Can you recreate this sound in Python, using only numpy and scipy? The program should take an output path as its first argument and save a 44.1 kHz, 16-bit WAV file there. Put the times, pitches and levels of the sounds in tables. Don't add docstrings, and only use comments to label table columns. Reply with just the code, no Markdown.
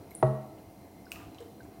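import sys
import numpy as np
from scipy import signal
from scipy.io import wavfile
from scipy.ndimage import uniform_filter1d

SR = 44100
rng = np.random.default_rng(int(sys.argv[2]) if len(sys.argv) > 2 else 0)


def volts_from_db(level):
    exponent = np.asarray(level, float) / 20
    return 10 ** exponent


def waveform_to_disk(signal):
    frames = np.transpose(np.atleast_2d(signal))
    scaled = np.clip(frames, -1, 1) * 32767
    samples = np.round(scaled).astype(np.int16)
    wavfile.write(sys.argv[1], SR, samples)


N = 79380
EDGE_HZ = 15850


def evened(x):
    return x / np.sqrt(np.mean(x ** 2) + 1e-20)


def read(points, hz, axis=1):
    columns = np.transpose(points)
    return np.interp(np.log(hz + 1), np.log(columns[0] + 1), columns[axis])


def add(mix, start_s, sound):
    part = mix[round(start_s * SR):][:len(sound)]
    part += sound[:len(part)]


def band(x, low_hz, high_hz):
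    edges_hz = [low_hz, min(high_hz, SR / 2 - 2000)]
    sos = signal.butter(N=3, Wn=edges_hz, btype="band", fs=SR, output="sos")
    return signal.sosfilt(sos, x)


def ring(db, hz, t60_s, rise_s):
    t = np.arange(int(t60_s * SR) + 64) / SR
    decay = volts_from_db(db - 60 * t / t60_s)
    onset = (1 - np.exp(-t / rise_s)) ** 2
    return decay * onset * np.sin(2 * np.pi * hz * t)


# frequency in Hz, level in dB per Hz.
FLOOR_SPECTRUM = [(15, -56), (25, -31), (64, -9.5), (236, -8), (326, -3.5), (575, -11), (677, -9.5),
                  (1440, -27), (16000, -36)]
# frequency in Hz, lift in dB per Hz over the floor spectrum.
HISS_LIFT = [(2500, 0), (3500, -3), (6500, -2.5), (8500, -0.5), (11000, 3.5), (12500, 1.5), (14000, 5),
             (15800, 4.5)]
# centre in Hz, width in Hz, height in dB over the floor.
HUM_PEAKS = [(97.2, 46, 11), (185.2, 19, 11), (279, 11, 6), (308.5, 120, 1), (756, 30, -9),
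             (2096, 66, 11.5), (4130, 56, 14.5), (5770, 340, 6), (6750, 110, 3.5), (4800, 320, 4)]


def background():
    level_db, patch_db = -51.5, 2.04
    hz = np.fft.rfftfreq(2048, 1 / SR)
    real, imaginary, patches = rng.standard_normal((N // 512 + 5, 1025, 3)).T
    patches = uniform_filter1d(patches, size=14, axis=0)
    patches = evened(uniform_filter1d(patches, size=8, axis=1))
    shape_db = read(FLOOR_SPECTRUM, hz) + read(HISS_LIFT, hz) - 60 * (hz > EDGE_HZ)
    for centre_hz, width_hz, peak_db in HUM_PEAKS:
        shape_db += peak_db / (1 + (2 * (hz - centre_hz) / width_hz) ** 2)
    drift_db = patch_db * patches * np.exp(-hz / 2500)[:, None]
    spectra = (real + 1j * imaginary) * volts_from_db(shape_db[:, None] + drift_db)
    noise = signal.istft(spectra, nperseg=2048, noverlap=1536)[1][:N]
    return volts_from_db(level_db) * evened(noise)


# pitch in Hz, level in dB rms.
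MOTOR_TONES = [(209.9, -65.5), (317.6, -62), (678.3, -63.5), (753.7, -66)]


def motor():
    waver_db, waver_hz = 2, 2.07
    drift = rng.standard_normal((2 * len(MOTOR_TONES), N))
    drift = uniform_filter1d(uniform_filter1d(drift, size=3000), size=3000)
    drift = drift / drift.std()
    out = np.zeros(N)
    for k, (hz, db) in enumerate(MOTOR_TONES):
        level = np.sqrt(2) * volts_from_db(db + waver_db * drift[2 * k])
        phase = 2 * np.pi * np.cumsum(hz + waver_hz * drift[2 * k + 1]) / SR
        out += level * np.sin(phase)
    return out


# time in seconds, flow in dB.
SAUCE_FLOW = [(0, -7.5), (.7, -22), (.85, -36), (1, -34), (1.12, -2), (1.2, 2), (1.32, -9.5), (1.42, -3.5),
              (1.55, -24), (1.652, -7.5), (1.8, -39)]


def flow():
    level_db, bubbles_per_s, low_hz, high_hz = -57.5, 1500, 712, 4000
    size_db = 3.0 * np.minimum(rng.exponential(1, N), 5)
    bursts = volts_from_db(size_db) * (rng.random(N) < bubbles_per_s / SR)
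    pitch = rng.integers(0, 24, N)
    out = np.zeros(N)
    for k, hz in enumerate(np.geomspace(low_hz, high_hz, num=24)):
        bubble = ring(-3.0 * np.log2(hz / low_hz), hz, 13.3 / hz, 0.76 / hz)
        out += signal.oaconvolve(bursts * (pitch == k), bubble)[:N]
    flow_db = np.interp(np.arange(N) / SR, *np.transpose(SAUCE_FLOW))
    return volts_from_db(level_db + flow_db) * evened(out)


# start in seconds, peak in dB, pitch in Hz, t60 in seconds.
WET_POPS = [(.1078, -45.5, 11870, 0.016), (.1078, -56, 8530, 0.019), (0.108, -56, 4000, 0.026),
            (.114, -44, 2163, 0.025), (0.1512, -28, 9570, 0.0087), (.1502, -31.5, 9900, 0.0074),
            (.1502, -35.5, 8280, 0.0055), (0.585, -54, 2960, 0.015), (1.056, -41.5, 5070, 0.0055),
            (1.0665, -41, 1493, 0.026), (1.1086, -46.5, 8460, 0.018), (1.1178, -17, 2600, 0.0076),
            (1.1176, -32.5, 1490, 0.011), (1.119, -32, 2905, 0.013), (1.162, -42, 1220, 0.04),
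            (1.214, -49.5, 1197, 0.11), (1.347, -52, 3980, 0.022), (1.3484, -49, 2600, .01),
            (1.384, -34, 3060, 0.0075), (1.385, -44, 3740, 0.0081), (1.388, -45, 1080, 0.014),
            (1.402, -34.5, 458.8, 0.085), (1.4165, -33.5, 453, 0.047), (1.4064, -46, 8000, .005),
            (1.406, -47, 4000, .008), (1.6038, -41, 1550, 0.034), (1.6105, -36, 4300, 0.0022),
            (1.653, -51.5, 1660, .025)]


def pops():
    rise_cycles = 1.57
    out = np.zeros(N)
    for start_s, db, hz, t60_s in WET_POPS:
        add(out, start_s, ring(db, hz, t60_s, rise_cycles / hz))
    return out


def tick(db, low_hz, high_hz):
    snap = band(1. * (np.arange(600) == 0), low_hz, high_hz)
    return -volts_from_db(db) * snap / abs(snap).max()


# start in seconds, peak in dB, low edge in Hz, high edge in Hz.
SNAPS = [(0.1093, -44, 3000, 10000), (.1078, -48, 12000, 15800), (.1503, -48, 7040, 13900),
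         (.227, -38.5, 1940, 3130), (0.229, -48.5, 3650, 4200), (.227, -46, 4600, 7000),
         (1.1182, -28.5, 3460, 8400), (1.1184, -31.5, 12000, 16000), (1.1184, -40.5, 9350, 11000),
         (1.3467, -43, 1800, 7000), (1.3865, -49, 2500, 6200), (1.392, -48, 2370, 4240),
         (1.405, -42.5, 2300, 8600), (1.4062, -51, 11000, 15000), (1.633, -50, 5930, 9100)]


def ticks():
    out = np.zeros(N)
    for start_s, *snap in SNAPS:
        add(out, start_s, tick(*snap))
    return out


def spit(db, low_hz, high_hz, t60_s):
    t = np.arange(4000) / SR
    burst = volts_from_db(-60 * t / t60_s) * rng.standard_normal(len(t))
    burst = band(burst, low_hz, high_hz)
    return volts_from_db(db) * burst / abs(burst).max()


# pitch in Hz, level in dB, t60 in seconds, rise in seconds.
BOARD_MODES = [(63.4, -30, 0.45, 0.011), (133.2, -7.5, 0.38, 0.0088), (115, -22, 0.2, 0.004),
               (210.5, -16.5, 0.45, 0.047), (263, -30, 0.065, 0.006), (373, -6.5, 0.071, 0.0027),
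               (441, -21.5, 0.27, 0.0025), (512, -11.5, 0.063, 0.0012), (634.2, 1.5, 0.092, 0.0054),
               (758, -4, 0.023, 0.00041), (950, -15, 0.032, 0.00031), (1119, -10.5, 0.048, 0.0017),
               (1316, -24.5, 0.055, 0.00067), (1900, -13, 0.017, 0.0016)]


def knock():
    start_s, level_db = .2266, -9.5
    out = np.zeros(N)
    rattle = spit(level_db - 11.5, low_hz=179, high_hz=1296, t60_s=0.043)
    add(out, start_s, rattle)
    for k, (hz, db, t60_s, rise_s) in enumerate(BOARD_MODES):
        sign = (-1) ** k
        add(out, start_s, sign * ring(level_db + db, hz, t60_s, rise_s))
    return out


# frequency in Hz, t60 in seconds, strength in dB for the near sauce,
# strength in dB for the farther knock.
KITCHEN_DECAY = [(130, .3, -11, -12), (294, .5, -5, 1.5), (630, 0.79, 3.5, -3), (1550, 0.58, -13, 3.5),
                 (2600, 0.66, -6.5, 1), (4000, 0.74, -1.5, 4), (10000, 0.48, 0.5, -3.5),
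                 (15000, 0.46, 4.5, 3.5)]
# delay in seconds, level in dB, low edge in Hz, high edge in Hz.
WALL_ECHOES = [(.0058, -7, 4500, 17000), (.0088, -12, 2000, 17000), (.016, -11, 7000, 16000),
               (.0225, -22, 300, 9000), (.0405, -11, 2200, 5500)]


def kitchen(x, axis):
    tail_db = -3.5
    taps = np.zeros(SR)
    at = np.arange(240, SR - 20, 20)
    taps[at + rng.integers(0, 20, len(at))] = rng.choice([-1., 1.], len(at))
    hz, t, spectra = signal.stft(taps, SR, nperseg=256)
    strength_db = read(KITCHEN_DECAY, hz, axis=axis) - 60 * (hz > EDGE_HZ)
    decay_db = -60 * t / read(KITCHEN_DECAY, hz)[:, None]
    tail = signal.istft(spectra * volts_from_db(strength_db[:, None] + decay_db), SR, nperseg=256)[1]
    tail = volts_from_db(tail_db) * tail / np.linalg.norm(tail)
    for delay_s, db, *edges_hz in WALL_ECHOES:
        add(tail, delay_s, band(volts_from_db(db) * (np.arange(400) == 0), *edges_hz))
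    return signal.fftconvolve(x, tail)[:N]


def scene():
    steady = background() + motor()
    wet = flow() + pops() + ticks()
    blow = knock()
    wet_room = kitchen(wet, axis=2)
    blow_room = volts_from_db(-5) * kitchen(blow, axis=3)
    return (wet + blow + wet_room + blow_room + steady)[None]


def roll_off(x):
    return signal.sosfilt(signal.butter(12, 16990, fs=SR, output="sos"), x)


def record(dry):
    return roll_off(dry)


dry = scene()
out = record(dry)
waveform_to_disk(out)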